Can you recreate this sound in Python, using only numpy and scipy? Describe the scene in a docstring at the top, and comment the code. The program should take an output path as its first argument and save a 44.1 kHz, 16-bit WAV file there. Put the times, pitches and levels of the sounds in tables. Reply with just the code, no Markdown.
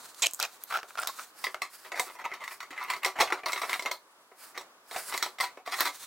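"""A wrench works a tight brass pipe fitting in a cramped space under a kitchen appliance.
First a hand creaks and bumps close by, fingers rub and squeak on a phone case, and a towel rustles.
After a second the jaws start to knock, then to grind and squeak; pipe and metal housing ring briefly.
The work is busiest from 3 to 4 s. A lull follows, then a last bout of knocks, grinding and rustling."""
import sys
import numpy as np
from scipy import signal
from scipy.fft import rfft, irfft, next_fast_len
from scipy.io import wavfile
from scipy.ndimage import uniform_filter1d

SR = 44100
rng = np.random.default_rng(int(sys.argv[2]) if len(sys.argv) > 2 else 0)


def unload_wav(signal):
    """Save mono or channel-first audio to the path in sys.argv[1] as 16-bit WAV at rate SR, clipped to [-1, 1]."""
    wavfile.write(
        sys.argv[1],
        SR,
        np.round(np.clip(np.atleast_2d(signal).T, -1, 1) * 32767).astype(np.int16),
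    )


N = 267246
TAIL = 9600  # samples that a blow rings on
TOP_HZ = 15900
# Levels in tables are relative. Two-row sounds hold mid (shared by both ears) and side (what differs).
# tone of the hollow phone case: f/Hz, level/dB
CASE_TONE = [(50, -25), (200, -24), (700, 4), (1050, -6.5), (1380, 1), (1900, -14.5), (4000, -15.5),
             (6000, -17), (8500, -25), (15500, -27.5)]


def undb(db):
    """Turn decibels into a gain."""
    return 10 ** (np.asarray(db) / 20)


def unit(x):
    """Scale a sound so that its mid has an average power of 1."""
    return x / np.sqrt(np.mean(x[0] ** 2))


def fade(t60_s):
    """A fade that falls 60 dB in t60_s seconds."""
    return np.exp(-np.log(1000) * np.arange(TAIL) / SR / t60_s)


def add(out, s, x):
    """Mix a sound in at time s."""
    start = max(int(s * SR), 0)
    out[:, start:start + x.shape[1]] += x[:, :N - start]


def spread(x, side_db):
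    """Widen a sound by turning up its side."""
    return x * np.array([[1], [undb(side_db)]])


def wander(rate):
    """A smooth random curve, about 1 in size, with `rate` new values a second."""
    hold = int(SR / rate)
    steps = np.repeat(rng.standard_normal(N // hold + 1), hold)
    return uniform_filter1d(uniform_filter1d(steps, hold), hold)[:N] * np.sqrt(2)


def colour(x, points):
    """Shape the tone of a sound along a curve of (f/Hz, level/dB) points."""
    size = 2 * next_fast_len(x.shape[-1] // 2 + TAIL // 8)
    hz, db = np.transpose(points)
    bin_hz = np.arange(size // 2 + 1) * SR / size
    cepstrum = irfft(np.log(undb(np.interp(np.log(bin_hz + 1), np.log(hz), db))))
    # make the filter ring only after a hit, never before
    cepstrum[1:size // 2] *= 2
    cepstrum[size // 2 + 1:] = 0
    return irfft(rfft(x, size) * np.exp(rfft(cepstrum)), size)[..., :x.shape[-1]]


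def bands(level_db, weight_db, bright_db):
    """Levels of thump (low), clank (middle) and ring (high): weight adds thump, brightness adds ring."""
    return [level_db + weight_db, level_db, level_db + bright_db]


def balance(x, band_db, head_s):
    """Filter a sound so that its first head_s seconds come near the given thump, clank and ring."""
    # borders of the three bands: f/Hz
    edges_hz = [200, 900, 3200, 16000]
    # corners of the slopes between them: f/Hz
    corners_hz = [150, 280, 700, 1100, 2700, 3800]
    count = int(head_s * SR)
    power = 2 * abs(rfft(x[0, :count], TAIL)) ** 2 / (TAIL * count)
    band_power = np.add.reduceat(power, np.array(edges_hz) * TAIL // SR)[:-1]
    thump, clank, ring = np.array(band_db) - 10 * np.log10(band_power)
    # a small tool cannot push much more thump than clank, and no extra deep bass
    thump = min(thump, clank + 7)
    return colour(x, list(zip(corners_hz, [min(thump, clank - 2), thump, thump, clank, clank, ring])))


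def hardness(band_db):
    """A bright blow comes from a hard, square contact: 1 is ordinary, more is harder."""
    _, clank_db, ring_db = band_db
    return undb(np.clip(1.9 * (ring_db - clank_db - 1.5), -4, 4))


def slips(length_s, rate, spread_db, roughness, ease=0.13):
    """Surfaces stick and slip: about `rate` uneven jolts a second over fine noise, easing in and out."""
    count = int(max(length_s, .004) * SR)
    slipping = rng.random(count) < rate / SR
    sizes = undb(spread_db * np.clip(rng.standard_normal(count), -2, 2))
    jolts = slipping * sizes + roughness * rng.standard_normal(count)
    return (jolts * signal.windows.tukey(count, ease))[None]


def impact(crack_t60_s, spike, cavity_db):
    """One hit: a direct spike, a crack of near echoes, then the fading echo of the cramped space."""
    x = rng.standard_normal((2, TAIL)) * np.hypot(fade(crack_t60_s), undb(cavity_db) * fade(t60_s=0.18))
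    x[0, 0] += spike
    return x


def kitchen():
    """Quiet room noise that wavers a little."""
    # tone of the room: f/Hz, level/dB
    room_tone = [(30, -31), (110, -24.5), (310, -6), (480, -4.5), (800, -3.5), (1180, 0), (1600, -8.5),
                 (2500, -18), (5000, -20.5), (15500, -27)]
    # gain of its side: f/Hz, level/dB
    room_width = [(60, -13), (400, -27), (1000, -12), (2500, 6), (15000, 2.5)]
    noise = unit(colour(rng.standard_normal((2, N)), room_tone))
    mid, side = noise * undb(-61 + 2.4 * wander(7.7))
    return mid, colour(side, room_width)


def folds():
    """Bands of hiss that drift in pitch and strength as the cloth shifts."""
    # resonances of the fold between arm and floor: f/Hz, width/Hz, level/dB
    resonances = [(1502, 540, -8), (4960, 930, -8), (9180, 4500, -3)]
    # the fold opens and closes as the arm moves: t/s, pitch factor
    opening = [(1.25, 0.83), (1.36, 1.0), (5.15, 1.0), (5.9, 0.82)]
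    out = np.zeros((2, N))
    pitch = np.interp(np.arange(N) / SR, *np.transpose(opening))
    for hz, width_hz, db in resonances:
        lowpass = signal.butter(2, width_hz / 2, fs=SR, output="sos")
        noise = signal.sosfilt(lowpass, rng.standard_normal((2, N)))
        phase = 2 * np.pi * np.cumsum(hz * pitch * (1 + 0.025 * wander(7))) / SR
        out += unit(noise * np.cos(phase)) * undb(db + 2 * wander(7))
    return out


def towel():
    """Fibres brush in a soft hiss that swells with each stroke; now and then one catches and ticks."""
    # strokes of the arm: t/s, length/s, level/dB
    strokes = [(0, 0.074, -55), (0.053, 1, -62), (0.168, .13, -55), (0.686, 0.018, -54.5),
               (1.172, 0.075, -50), (1.389, 0.068, -50), (1.729, 0.13, -57.5), (1.982, 0.11, -52),
               (2.5, 0.016, -52), (2.846, 0.13, -62), (3.528, 0.27, -52.5), (4.411, 0.056, -52.5),
               (4.939, 0.099, -46), (5.027, 0.19, -49.5), (5.768, 0.1, -45.5), (5.925, 0.11, -50.5)]
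    # tone of the fibres: f/Hz, level/dB
    cloth_tone = [(100, -18), (300, -7.5), (1200, 5), (2300, 1), (3300, -3.5), (7000, -5.5), (10000, -4),
                  (15500, -1)]
    rest_db, swell_db_per_s, fade_db_per_s = -78.5, 274, 188
    t, level_db = np.arange(N) / SR, np.full(N, rest_db)
    for start, length, db in strokes:
        early, late = np.maximum(start - t, 0), np.maximum(t - start - length, 0)
        level_db = np.maximum(level_db, db - swell_db_per_s * early - fade_db_per_s * late)
    level_db += 2.5 * wander(60)
    catches = (rng.random(N) < 45 / SR) * rng.standard_normal((2, N))
    hiss = unit(colour(rng.standard_normal((2, N)) + 6 * catches, cloth_tone))
    return spread((hiss + folds()) * undb(level_db + 1), side_db=1.5)


def hand_creaks():
    """A hand sticks and slips close by, in quick runs of sharp snaps."""
    # creaks: start/s, end/s, level/dB, brightness/dB
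    creaks = [(0.2202, 0.237, -34.5, 9.5), (0.233, 0.255, -29.5, -2.5), (0.258, 0.27, -31, 4),
              (0.404, 0.425, -41.5, -1), (0.428, 0.455, -37.5, -3)]
    # tone of one snap: f/Hz, level/dB
    snap_tone = [(50, -27), (250, -18.5), (700, -1), (1150, -2), (1600, -4.5), (2400, 7.5), (3500, -1.5),
                 (5200, -6), (7900, -5), (10000, -22), (13000, -17.5), (15500, -25)]
    out = np.zeros((2, N))
    for start, end, level_db, bright_db in creaks:
        band_db = bands(level_db, weight_db=-13.5, bright_db=bright_db)
        snap = colour(impact(crack_t60_s=0.0089, spike=7.8, cavity_db=-22.5), snap_tone)
        jolts = slips(end - start, rate=900, spread_db=6, roughness=0.24)
        mid, side = signal.fftconvolve(jolts, snap, axes=1)
        creak = np.array([mid, 0.94 * side - 0.34 * mid])  # leans right
        add(out, start, undb(2) * balance(creak, band_db, head_s=end - start))
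    return out


def hollow_clicks():
    """Dry, hollow clicks: close hand bumps early on, later the sharp attack of two wrench knocks."""
    # clicks: t/s, level/dB, brightness/dB
    clicks = [(0.146, -49, 7), (0.4006, -38.5, 17), (0.4274, -32, 13.5), (0.708, -29, -23),
              (0.715, -34, -13), (0.724, -24, -40), (0.744, -27, -18), (0.7545, -20.5, -25),
              (0.789, -28, -24), (0.831, -32.5, -11), (0.9067, -38.5, -18), (0.9546, -32, -13),
              (0.977, -37, -6.5), (1.034, -25, -7), (1.194, -34, -7), (1.5446, -24, -12.5),
              (3.0472, -29, -1), (3.324, -19.5, -19)]
    out = np.zeros((2, N))
    for s, level_db, bright_db in clicks:
        band_db = bands(level_db, weight_db=-15.5, bright_db=bright_db)
        hit = impact(crack_t60_s=0.013, spike=5 * hardness(band_db), cavity_db=-18)
        click = spread(colour(hit, CASE_TONE), side_db=2)
        add(out, s, undb(-3) * balance(click, band_db, head_s=0.0017))
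    return out


def finger_rubs():
    """Fingers drag over the phone case, and each tiny slip rings it."""
    # rubs: start/s, end/s, level/dB
    rubs = [(0.39, 0.412, -36), (0.42, 0.466, -40.5), (0.714, 0.779, -38), (0.774, 0.805, -44.5),
            (0.97, 1.036, -40), (1.041, 1.109, -46)]
    out = np.zeros((2, N))
    for start, end, level_db in rubs:
        band_db = bands(level_db, weight_db=-7, bright_db=-6)
        case = colour(impact(crack_t60_s=0.0032, spike=2.54, cavity_db=-27), CASE_TONE)
        jolts = slips(end - start, rate=910, spread_db=8.5, roughness=0.18)
        rub = spread(signal.fftconvolve(jolts, case, axes=1), side_db=5.5)
        add(out, start, balance(rub, band_db, head_s=end - start))
    return out


def grit():
    """Specks crack under the tool with a short, thin tick."""
    # ticks: t/s, level/dB, centre f/Hz, echo level/dB
    ticks = [(0.311, -45, 8000, -26), (0.335, -35.5, 7800, -22), (0.34, -43, 13100, -22),
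             (0.3465, -39.5, 7700, -22), (0.4007, -36, 4900, -24), (0.6373, -37.5, 12600, -30),
             (0.9992, -39.5, 8900, -16), (1.019, -41, 8600, -18), (1.073, -35, 12000, -24),
             (1.997, -32, 8000, -7), (2.839, -49, 12400, -24), (3.033, -47, 13000, -15),
             (5.807, -27, 12700, -18)]
    # tone of a tick: multiple of its centre, level/dB
    tick_tone = [(0.25, -24), (0.65, -15.5), (1.0, 0.5), (1.3, -10.5)]
    out = np.zeros((2, N))
    for s, level_db, hz, echo_db in ticks:
        crack = impact(crack_t60_s=0.0076, spike=1.6, cavity_db=echo_db)
        tick = colour(crack, np.array(tick_tone) * [hz, 1])
        add(out, s, undb(level_db) * tick / np.std(tick[0, :SR // 100]))
    return out


def one_note_squeaks():
    """Short stick-slip squeaks, first from fingers on the phone case, later from the wrench."""
    # squeaks: start/s, end/s, level/dB, f/Hz
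    squeaks = [(0.7, 0.74, -40, 1330), (0.737, 0.763, -30.5, 1380), (0.975, 1.007, -33.5, 1376),
               (1.084, 1.099, -38, 1076), (1.184, 1.194, -40.5, 1320), (2.245, 2.262, -36.5, 936),
               (2.77, 2.816, -41, 2020)]
    out, t = np.zeros((2, N)), np.arange(TAIL) / SR
    for start, end, level_db, hz in squeaks:
        ring = np.diff(np.sin(2 * np.pi * hz * t) * fade(t60_s=0.04))
        jolts = slips(end - start, rate=410, spread_db=7.5, roughness=0.059)[0]
        squeak = signal.fftconvolve(jolts, ring)
        squeak *= undb(level_db) / np.std(squeak[:len(jolts)])
        add(out, start, np.outer([1, 0], squeak))  # mid only
    return out


def crowded_resonances(x, spread_db, count):
    """Add random narrow peaks and dips that deepen towards the treble."""
    hz = np.linspace(2000, TOP_HZ, count)
    db = spread_db * np.clip(rng.standard_normal(count), -2, 2) * np.minimum(hz / 6000, 1)
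    return colour(x, [(1500, 0), *zip(hz, db)])


def metal(crack_t60_s, spike, cavity_db, notes_db, lowest_t60_s):
    """One blow on the fitting: a noisy clank plus ringing notes, mixed anew at each contact point."""
    # natural notes of wrench, pipe and housing: f/Hz, level/dB
    notes = [(290, -63.5), (376.8, -52.5), (755, -50.5), (985.1, -45.5), (1157, -46), (1291, -48.5),
             (1960, -47), (2143, -52.5), (2451, -86), (2626, -56), (3334, -58), (3813, -50), (4218, -62),
             (5591, -50)]
    # tone of the clank: f/Hz, level/dB
    clank_tone = [(40, -31), (190, -23), (270, -16.5), (400, -7.5), (720, 3), (1050, 1), (1600, -6),
                  (2080, 2), (2750, -11), (4200, -6.5), (5000, -13), (8300, -16), (10000, -21.5),
                  (15500, -21.5)]
    hz, db = np.transpose(notes)
    scatter, detune, phase, side = rng.standard_normal((len(hz), 4)).T
    t = np.arange(TAIL) / SR
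    rings = np.sin(2 * np.pi * (np.outer(hz * (1 + 0.006 * detune), t) + phase[:, None]))
    rings *= fade(lowest_t60_s * (hz[:, None] / hz[0]) ** -.2)  # the grip damps high notes sooner
    gain = undb(db - db.max() + notes_db + 4.5 * np.clip(scatter, -2, 1))
    clank = crowded_resonances(impact(crack_t60_s, spike, cavity_db), spread_db=4, count=110)
    return colour(clank, clank_tone) + np.array([gain, gain * side]) @ rings


def wrench_grinding():
    """The jaws slide over the brass from one contact point to another, so the rasp changes tone."""
    # scrapes: start/s, end/s, level/dB
    scrapes = [(1.843, 1.876, -46.5), (1.948, 2.001, -37.5), (2.06, 2.122, -46), (2.182, 2.226, -42),
               (2.239, 2.263, -33.5), (2.284, 2.375, -48.5), (2.397, 2.444, -41), (2.507, 2.527, -42),
               (2.71, 2.755, -44.5), (2.759, 2.811, -40.5), (2.803, 2.855, -35), (2.874, 2.923, -34.5),
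               (2.915, 2.965, -38.5), (3.018, 3.047, -41), (3.052, 3.091, -38), (3.152, 3.19, -40),
               (3.184, 3.217, -26.5), (3.299, 3.313, -33.5), (3.369, 3.408, -44.5), (3.479, 3.6, -44.5),
               (3.611, 3.662, -35.5), (3.668, 3.773, -37.5), (4.542, 4.611, -47), (4.937, 4.981, -41),
               (5.114, 5.163, -34.5), (5.183, 5.283, -43), (5.42, 5.452, -30.5), (5.649, 5.736, -44.5),
               (5.713, 5.753, -32), (5.777, 5.838, -32.5), (5.847, 5.884, -29.5)]
    # the jaws slide thinly at first, then bear down and bite: t/s, weight/dB, brightness/dB
    bite = [(1.95, -6.5, -8.5), (2.2, -9.5, -14.5), (2.8, -16, -15), (3.0, -10.5, -18), (3.2, -1.5, -13),
            (3.7, -10.5, -11), (4.93, -5, -9), (5.1, -9, -8.5), (5.85, -12.5, -4)]
    # tone of the rasp: f/Hz, level/dB
    rasp_tone = [(350, -2.5), (950, -0.5), (1300, 1.5), (1900, -1)]
    bite_s, weight_db, bright_db = np.transpose(bite)
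    out = np.zeros((2, N))
    for start, end, level_db in scrapes:
        jolts = slips(end - start, rate=600, spread_db=6, roughness=0.14, ease=0.37)
        travel, rasp = np.linspace(0, np.pi / 2, jolts.shape[1]), 0
        for share in (np.cos(travel), np.sin(travel)):
            body = metal(crack_t60_s=0.0076, spike=4.7, cavity_db=-13, notes_db=-28.5, lowest_t60_s=0.19)
            rasp = rasp + signal.fftconvolve(share * jolts, body, axes=1)
        band_db = bands(level_db, np.interp(start, bite_s, weight_db), np.interp(start, bite_s, bright_db))
        add(out, start, undb(-1.9) * balance(colour(rasp, rasp_tone), band_db, head_s=end - start))
    return out


def jaw_clink():
    """A short two-note ring of the jaws; its pitch shifts with the place of contact."""
    # notes of the jaws: f/Hz, level/dB
    notes = [(1060, -20), (2080, -10)]
    hz, db = np.transpose(notes)
    hz = hz * (1 + 0.034 * rng.uniform(-1, 1, len(hz)))
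    ring = undb(db) @ np.cos(2 * np.pi * np.outer(hz, np.arange(TAIL) / SR)) * fade(t60_s=0.036)
    return np.array([ring, ring * rng.uniform(-1, 1)])


def wrench_knocks():
    """The jaws skid, strike and bounce; a hard contact is sharper and skids and bounces less."""
    # knocks: t/s, level/dB, weight/dB, brightness/dB, clink/dB
    knocks = [(1.073, -37.5, -10.5, 7, -10), (1.4421, -27.5, -16, -5, 7), (1.468, -29, -14.5, -17, -1),
              (1.545, -39, 3, -15, 10), (1.6195, -28.5, -13.5, -7.5, -2), (1.919, -35, -8.5, -9.5, -15),
              (1.943, -37.5, 4, -27, -1), (1.9964, -25, -9, -6, 8.5), (2.1533, -47.5, -9.5, -11, -12),
              (2.3158, -36, -10.5, -20.5, -16), (2.338, -38, -21, -9.5, -11), (2.44, -39, -25, -8, 2),
              (2.4783, -35, -21.5, -11, 2), (2.605, -37.5, -23, -7, 0), (2.629, -41, -16, -10, -10),
              (2.707, -43.5, -7, -8, -5), (2.9017, -25, -22, -9.5, -3), (2.936, -33.5, -20, -8, 6),
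              (2.965, -40.5, -9, -7, 2), (3.033, -32.5, -19, -11, -2), (3.048, -23, -21, -6.5, -0.5),
              (3.06, -33, 2, 1, -4), (3.2029, -25.5, 2, -5, 3.5), (3.209, -25.5, -1.5, -0.5, -6),
              (3.216, -22.5, -11, -5, 4), (3.276, -36.5, -13, -15, -3), (3.324, -27, -3, -10.5, -3),
              (3.4351, -40.5, -4.5, -18, -11), (3.46, -29, -9.5, -3.5, -2), (3.485, -34, -21, -5, 8),
              (3.495, -32.5, -19, -27, -6), (3.521, -39.5, -18, 2.5, -1), (3.532, -29, -14.5, -4.5, 8),
              (3.5608, -34, -14, -8, -5), (3.577, -32, -25, -11, -10), (3.617, -31, -13.5, -6, -8),
              (3.635, -34, 2, -22, -13), (3.695, -31.5, -13, -6, -1), (3.731, -27.5, -19, -8, 13),
              (3.74, -31, -22, -6, 0), (3.795, -31.5, -13, -8, -5), (3.824, -42.5, -3.5, 1, 1),
              (3.853, -40, 0, -12, -7), (3.86, -27.5, -10, -10.5, 1), (3.914, -31, -9, -3, -3.5),
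              (4.316, -55.5, 4, -26, -19), (4.577, -36.5, -4, -3.5, 1), (4.611, -48.5, -3, -3, 4),
              (4.912, -43, -2, -0.5, -9), (4.962, -35.5, 3, -6, -5), (5.098, -44, -14, -4, -7),
              (5.1407, -32, -13, -4, 6), (5.1774, -34.5, -15, 1, 8), (5.2268, -27.5, -15, 1, -10),
              (5.262, -38, -1.5, -13, -3), (5.386, -40, -13, -5.5, -14), (5.402, -29, -10.5, -7, 2),
              (5.4084, -24.5, -17.5, -5, 3), (5.573, -48.5, 25, -14.5, -25), (5.676, -35, -2, -12, -3),
              (5.8064, -25, -12.5, -2.5, 0)]
    skid_samples, bounce_s = 260, 0.005
    skid_s = skid_samples / SR
    out = np.zeros((2, N))
    for s, level_db, weight_db, bright_db, clink_db in knocks:
        band_db = bands(level_db, weight_db, bright_db)
        hard = hardness(band_db)
        skid = rng.standard_normal(skid_samples) * np.linspace(0, 1, skid_samples) ** 3
        bounces = np.zeros(int(bounce_s * SR) + 1)
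        bounces[(rng.random(3) * len(bounces)).astype(int)] = rng.choice([-1, 1], size=3)
        force = np.concatenate([undb(-26.5) * skid / hard, [1], undb(-11) * bounces / hard])
        body = metal(crack_t60_s=0.018, spike=7.8 * hard, cavity_db=-7.5, notes_db=-21.5, lowest_t60_s=0.16)
        blow = signal.fftconvolve(force[None], body + undb(clink_db) * jaw_clink(), axes=1)
        add(out, s - skid_s, undb(-2.5) * balance(blow, band_db, head_s=0.011 + skid_s))
    return out


def scene():
    """Mix to left and right: the bass is nearly alike in both, the treble spreads and leans right."""
    # gain of the side for the close sounds: f/Hz, level/dB
    width = [(60, -22), (150, -18), (350, -39.5), (1000, -32.5), (2200, -15), (4400, -7), (8000, -10.5),
             (15000, -11.5)]
    right_lean = 0.38
    wrench = wrench_knocks() + wrench_grinding()
    small_noises = one_note_squeaks() + hand_creaks() + hollow_clicks() + finger_rubs() + grit()
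    mid, side = wrench + small_noises + towel()
    room_mid, room_side = kitchen()
    side = colour(side - right_lean * mid, width) + room_side
    mid = mid + room_mid
    return np.array([mid + side, mid - side])


def record(dry):
    """Cut away the highest treble."""
    return signal.sosfilt(signal.ellip(10, .2, 80, TOP_HZ, fs=SR, output="sos"), dry)


dry = scene()
out = record(dry)
unload_wav(out)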